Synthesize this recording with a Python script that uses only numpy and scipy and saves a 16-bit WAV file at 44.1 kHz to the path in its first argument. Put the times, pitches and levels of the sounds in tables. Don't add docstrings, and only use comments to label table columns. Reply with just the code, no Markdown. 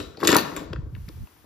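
import sys
import numpy as np
from scipy import signal
from scipy.fft import rfft, irfft
from scipy.io import wavfile

SR = 44100
rng = np.random.default_rng(int(sys.argv[2]) if len(sys.argv) > 2 else 0)


def put_to_file(sound):
    columns = np.atleast_2d(sound).T
    safe = np.clip(columns, -1, 1)
    whole_steps = np.round(safe * 32767)
    wavfile.write(sys.argv[1], SR, whole_steps.astype(np.int16))


N = 63945
LEAD = 8192


def amp(db):
    return 10 ** (np.asarray(db) / 20)


def rms_one(x):
    return x / np.sqrt(np.mean(x ** 2) + 1e-20)


def seconds():
    return (np.arange(N + LEAD) - LEAD) / SR


def in_time(rows):
    s, db = np.transpose(rows)
    return amp(np.interp(seconds(), s, db, left=db[0], right=db[-1]))


def at_hz(points, hz):
    points = np.array(points)
    return np.interp(np.log(hz + 1), np.log(points[:, 0] + 1), points[:, 1])


def coloured(points, count):
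    spectrum = rfft(rng.standard_normal((count, N + LEAD)))
    hz = np.linspace(0, SR / 2, spectrum.shape[1])
    return rms_one(irfft(spectrum * amp(at_hz(points, hz)), N + LEAD))


def hiss():
    # t/s, level/dB before the lift
    level = [(0.0, -73), (0.258, -93), (0.382, -66), (0.46, -67), (0.638, -73.5), (0.73, -104.5),
             (0.98, -77), (1.138, -73.5), (1.45, -77)]
    # f/Hz, relative density/dB
    colour = [(40, -1.5), (120, 11), (350, 12), (600, -1.5), (1200, 5.5), (2200, 0.5), (4000, -2),
              (7000, -2.5), (9500, 1.5), (13500, -2.5), (15200, -3), (16500, -37.5)]
    lift_db = 16
    return amp(lift_db) * in_time(level) * coloured(colour, count=2)


def rumble():
    # t/s, level/dB
    level = [(0, -45.5), (.1, -49), (.2, -69), (.29, -44.5), (.37, -45), (.45, -56), (.62, -51.5),
             (.7, -44), (.8, -37.5), (.91, -46), (.97, -36.5), (1.1, -51), (1.24, -31), (1.28, -72),
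             (1.45, -59)]
    # f/Hz, relative level/dB
    colour = [(15, -43), (35, -14.5), (65, -0.5), (110, -5.5), (170, -17), (260, -27.5), (500, -55.5),
              (1000, -76)]
    return in_time(level) * coloured(colour, count=2)


def bumps():
    # t/s, envelope peak/dB, f/Hz
    bump_rows = [(0.521, -37, 123), (0.573, -40, 50), (0.666, -46, 48.4), (0.705, -28.5, 157),
                 (0.715, -28, 105), (0.749, -25, 81.7), (0.765, -26.5, 75.4), (0.785, -19.5, 113),
                 (0.829, -27, 59.2), (0.866, -30.5, 87.4), (0.888, -37.5, 62.7), (0.926, -28.5, 114),
                 (0.942, -26, 92), (0.979, -30.5, 136), (0.995, -37, 61), (1.032, -28.5, 60.3),
                 (1.08, -31, 145), (1.109, -42, 51.1), (1.144, -49, 72.7), (1.179, -60, 67.3),
                 (1.206, -35.5, 74), (1.228, -46, 60)]
    length_cycles = 2.16
    out, t = 0, seconds()
    for s, db, hz in bump_rows:
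        done = np.clip((t - s) * hz / length_cycles, 0, 1)
        swell = np.sin(np.pi * done ** 0.62) ** 2
        out = out + amp(db) * swell * np.sin(2 * np.pi * hz * (t - s))
    return out


def room(x):
    # f/Hz, t60/s
    room_t60 = [(100, 0.7), (300, 1.3), (1000, 1.005), (3000, 0.62), (6000, 0.9), (12000, .5)]
    # f/Hz, relative level/dB
    room_colour = [(100, -2.5), (300, -11), (1000, -14), (2000, -9.5), (3500, -11.5), (7000, -19),
                   (12000, -33)]
    early_t60_s, early_db, onset_s = 0.18, -7, 0.0037
    t = np.arange(SR) / SR
    edges_hz = 70 * 2 ** np.arange(0, 8.1, .5)
    tails, white = 0, rng.standard_normal((2, 2, SR))
    for k, (low, high) in enumerate(zip(edges_hz, edges_hz[1:])):
        hz = np.sqrt(low * high)
        sos = signal.butter(2, [low, high], "band", fs=SR, output="sos")
        band = signal.sosfilt(sos, white[k % 2])
        t60 = at_hz(room_t60, hz)
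        late = amp(at_hz(room_colour, hz) - 60 * t / t60) / np.sqrt(t60)
        early = amp(early_db - 60 * t / early_t60_s) / np.sqrt(early_t60_s)
        energy_scale = np.sqrt(6 * np.log(10) / SR)
        tails = tails + band * (late + early) * energy_scale * np.minimum(t / onset_s, 1)
    return signal.fftconvolve(x[None], tails, axes=1)[:, :len(x)]


def ports(shared, own):
    # f/Hz, level/dB
    unlike = [(100, -23), (350, -11), (650, 7), (1200, -4), (3000, -3.5), (5500, -3.5), (7500, -12.5),
              (9000, -21), (12000, -8.5), (13500, -34.5)]
    # f/Hz, left minus right/dB
    balance = [(60, -3), (200, 5), (400, 3.5), (700, 10.5), (1200, 5.5), (2400, 6.5), (4400, 4.5),
               (8100, 3), (9000, -0.5), (15000, 1.5)]
    # f/Hz, left lead/rad
    phase = [(0, 0), (170, .5), (520, .6), (700, -1.9), (1050, -.8), (2050, 0), (3300, .9), (5200, .5),
             (6000, -1.3), (8600, -np.pi), (13000, -2 * np.pi)]
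    shared, own = rfft(shared), rfft(own)
    hz = np.linspace(0, SR / 2, len(own))
    own = own * amp(at_hz(unlike, hz))
    louder = amp(at_hz(balance, hz) / 2)
    turn = np.exp(1j * np.interp(hz, *np.transpose(phase)))
    left = (shared + own) * louder * turn
    right = (shared - own) / louder
    return irfft([left, right], N + LEAD)


def strike(modes, s, db, favoured_hz=None):
    spread_db, favour_db_per_octave = 3, 18
    out = np.zeros(N + LEAD)
    at = np.clip((np.asarray(s) * SR).astype(int) + LEAD, 0, N + LEAD - 1)
    luck = rng.standard_normal((len(at), len(modes)))
    for k, (hz, level_db, t60) in enumerate(modes):
        away_db = 0
        if favoured_hz is not None:
            away_db = favour_db_per_octave * np.abs(np.log2(hz / favoured_hz))
        click_db = db + level_db - away_db + spread_db * luck[:, k]
        clicks = np.full(N + LEAD, 1e-18)
        np.add.at(clicks, at, amp(click_db) * (-1) ** k)
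        r, w = amp(-60 / (t60 * SR)), 2 * np.pi * hz / SR
        out += signal.lfilter([0, np.sin(w)], [1, -2 * r * np.cos(w), r * r], clicks)
    return out / np.sqrt(len(modes))


def rattle():
    # t/s, base level/dB
    level = [(.19, -52), (.23, -38.5), (.25, -27.5), (.268, -36.5), (.28, -26.5), (.35, -29.5),
             (.375, -37.5), (.42, -50.5)]
    touches_per_s, steel_db, board_db = 620, -5, -4
    start, end = level[0][0], level[-1][0]
    draws = rng.random((150, 3))
    s = start + np.cumsum(-np.log(1 - draws[:, 0])) / touches_per_s
    db = np.interp(s, *np.transpose(level))
    db = db - 200 * (s > end)
    db = db - 3.45 * np.log(1 - draws[:, 1])
    flat, pitch = np.zeros(len(s)), 2 ** draws[:, 2]
    metal = steel(s, db + steel_db, flat - 4, flat - 9, 2700 * pitch)
    wood = boards(s[::3], db[::3] + board_db, flat[::3] - 2.5, 1000 * pitch[::3])
    return metal + wood


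def boards(s, db, high_db, hz):
    # f/Hz, relative level/dB, t60/s
    low_modes = [(118.8, -10.5, 0.039), (176.5, -11, 0.07), (243, -9, 0.078), (306.6, -0.5, 0.078),
                 (333, -1, 0.067), (403.4, -1.5, 0.047), (466.5, -8.5, 0.067), (507.3, -6.5, 0.054),
                 (610.5, -8, 0.019)]
    high_modes = [(760, 3, 0.01), (958, 1.5, 0.029), (1025, 1, 0.023), (1102, 2, 0.033), (1380, 4.5, 0.013),
                  (1579, 0.5, 0.026), (1770, -0.5, 0.031), (1940, 1, 0.029), (2244, 7.5, .012)]
    return strike(low_modes, s, db + 2.5) + strike(high_modes, s, db + high_db + 4.5, hz)


def steel(s, db, mid_db, top_db, hz):
    # f/Hz, relative level/dB, t60/s
    low_modes = [(2550, 3, 0.011), (2844, 2.5, 0.0081), (3475, -1, 0.014), (3850, -3, 0.014),
                 (4494, 4.5, 0.0052), (5210, 1, 0.0088), (6000, -0.5, 0.0035)]
    mid_modes = [(6430, 1, .004), (7340, 4, 0.0075), (7740, 2, 0.0058), (7800, 0.5, 0.0063),
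                 (9120, -5, .004)]
    top_modes = [(10160, 1, 0.0027), (10700, 1.5, .005), (11450, 4.5, 0.0043), (12800, -2.5, 0.0041),
                 (13900, -0.5, .004), (15100, -21.5, .004)]
    chatter_s = .002
    late = np.sort(rng.random((len(s), 3)), axis=1) * chatter_s * [0, 1, 1]
    s = (s[:, None] + late).ravel()
    db = (db[:, None] - [1, 3, 5]).ravel()
    low = strike(low_modes, s, db, np.repeat(hz, 3))
    mid = strike(mid_modes, s, db + np.repeat(mid_db, 3))
    top = strike(top_modes, s, db + np.repeat(top_db, 3))
    return low + mid + top


def scene():
    # t/s, nominal low-mode level/dB, mid and top relative to it/dB, favoured f/Hz
    clack_rows = [(0.0014, -25, -25, -21, 2790), (0.026, -30, -24, -24, 5130),
                  (0.171, -32.5, -33, -22, 4440), (0.2024, -32, -28, -9, 5100),
                  (0.2104, -29.5, -22, -13, 3250), (0.2349, -22.5, -15, -8, 4260),
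                  (0.2434, -25.5, -25, -3, 3290), (0.2498, -13.5, -16, -19, 4660),
                  (0.2728, -5, 1, -10, 4460), (0.2774, -3.5, -6, -7, 3760), (0.2914, -11, -4, -17, 3610),
                  (0.3022, -8, -12, -14, 4070), (0.3174, -16.5, 5, -9, 4390), (0.3274, -7, -7, -15, 4020),
                  (0.3404, -22, -8, -6, 3560), (0.3469, -9, -2, -8, 3990), (0.3661, -3.5, -4, 0, 4820),
                  (0.376, -43, -21, -28.5, 3740), (0.3844, -10, -25, -26.5, 3570),
                  (0.5641, -24.5, 1, -5.5, 3540), (0.569, -31, 6, -21, 3870),
                  (0.575, -28.5, -10, -20, 3580), (0.5804, -38.5, -14.5, -33.5, 3520),
                  (0.594, -29.5, -19, -13.5, 3630), (0.7003, -49.5, -9, -12, 3565),
                  (0.7317, -23, -21, -25, 3570), (0.9502, -39.5, -32, -16.5, 3180),
                  (0.9624, -49, -24, -16.5, 2800), (1.271, -45, -27, -1, 2500),
                  (0.7612, -38, -28, -30, 3150), (1.0874, -34, -11, -8, 4420)]
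    # t/s, nominal low-mode level/dB, high relative to it/dB, favoured high f/Hz
    knock_rows = [(0.002, -23.5, -5, 1230), (0.029, -36, -10, 1120), (0.071, -36.5, -28, 1300),
                  (0.147, -48, 4, 1540), (0.175, -26.5, -11.5, 751), (0.203, -28, -3.5, 1150),
                  (0.218, -19, -12.5, 1330), (0.23, -9.5, -4.5, 1093), (0.241, -21.5, -4, 1190),
                  (0.25, -11.5, -9, 1260), (0.273, -12, -2.5, 1580), (0.288, -5.5, -4.5, 1500),
                  (0.307, -11.5, -3, 1050), (0.324, -16, 5, 1060), (0.328, -4.5, -7, 1510),
                  (0.342, -17.5, 8.5, 1386), (0.356, -3.5, 1, 1000), (0.367, -37.5, 2.5, 1080),
                  (0.396, -31, 5, 1120), (0.449, -33.5, 9, 1100), (0.517, -26.5, -1.5, 1110),
                  (0.564, -26.5, -6, 1630), (0.571, -30, 6, 1100), (0.612, -23, -12, 1060),
                  (0.728, -22, -11.5, 1150), (0.73, -32, 1.5, 1390), (0.76, -31.5, 0.5, 1350),
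                  (0.818, -37, -12, 886), (0.859, -37.5, -26.5, 883), (0.964, -46.5, 2, 1060),
                  (1.09, -35, -6, 1140), (1.168, -45.5, -27.5, 1020), (1.272, -58.5, 13, 905),
                  (1.316, -56.5, 6.5, 1000), (1.364, -49, -1, 945), (1.403, -53, -25, 950),
                  (1.442, -41.5, -14, 993), (0.951, -54, 11, 1940), (1.083, -48.5, 4.5, 2200)]
    earlier_s = -0.046
    low_cut_hz, rumble_unlike = 86, 0.67
    near_from_s, near_room_db = .69, -9
    clacks = np.vstack([(earlier_s, -7.5, -5, -10, 4200), clack_rows])
    knocks = np.vstack([(earlier_s, -13, -3, 1200), knock_rows])

    clubs = steel(*clacks.T) + boards(*knocks.T) + rattle()
    clubs = signal.sosfilt(signal.butter(3, low_cut_hz, "high", fs=SR, output="sos"), clubs)
    room_send = in_time([(near_from_s, 0), (near_from_s + .03, near_room_db)])
    room_shared, room_own = room(clubs * room_send)
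    hiss_shared, hiss_own = hiss()
    rumble_shared, rumble_own = rumble()
    air = ports(clubs + room_shared + hiss_shared, room_own + hiss_own)
    rumble_pair = rumble_shared + rumble_unlike * rumble_own * [[1], [-1]]
    return (air + bumps() + rumble_pair)[:, LEAD:]


def record(dry):
    rounded = 1.2 * np.tanh(dry / 1.2)
    stop_hz = 16700
    return signal.sosfilt(signal.cheby2(16, 90, stop_hz, fs=SR, output="sos"), rounded)


dry = scene()
out = record(dry)
put_to_file(out)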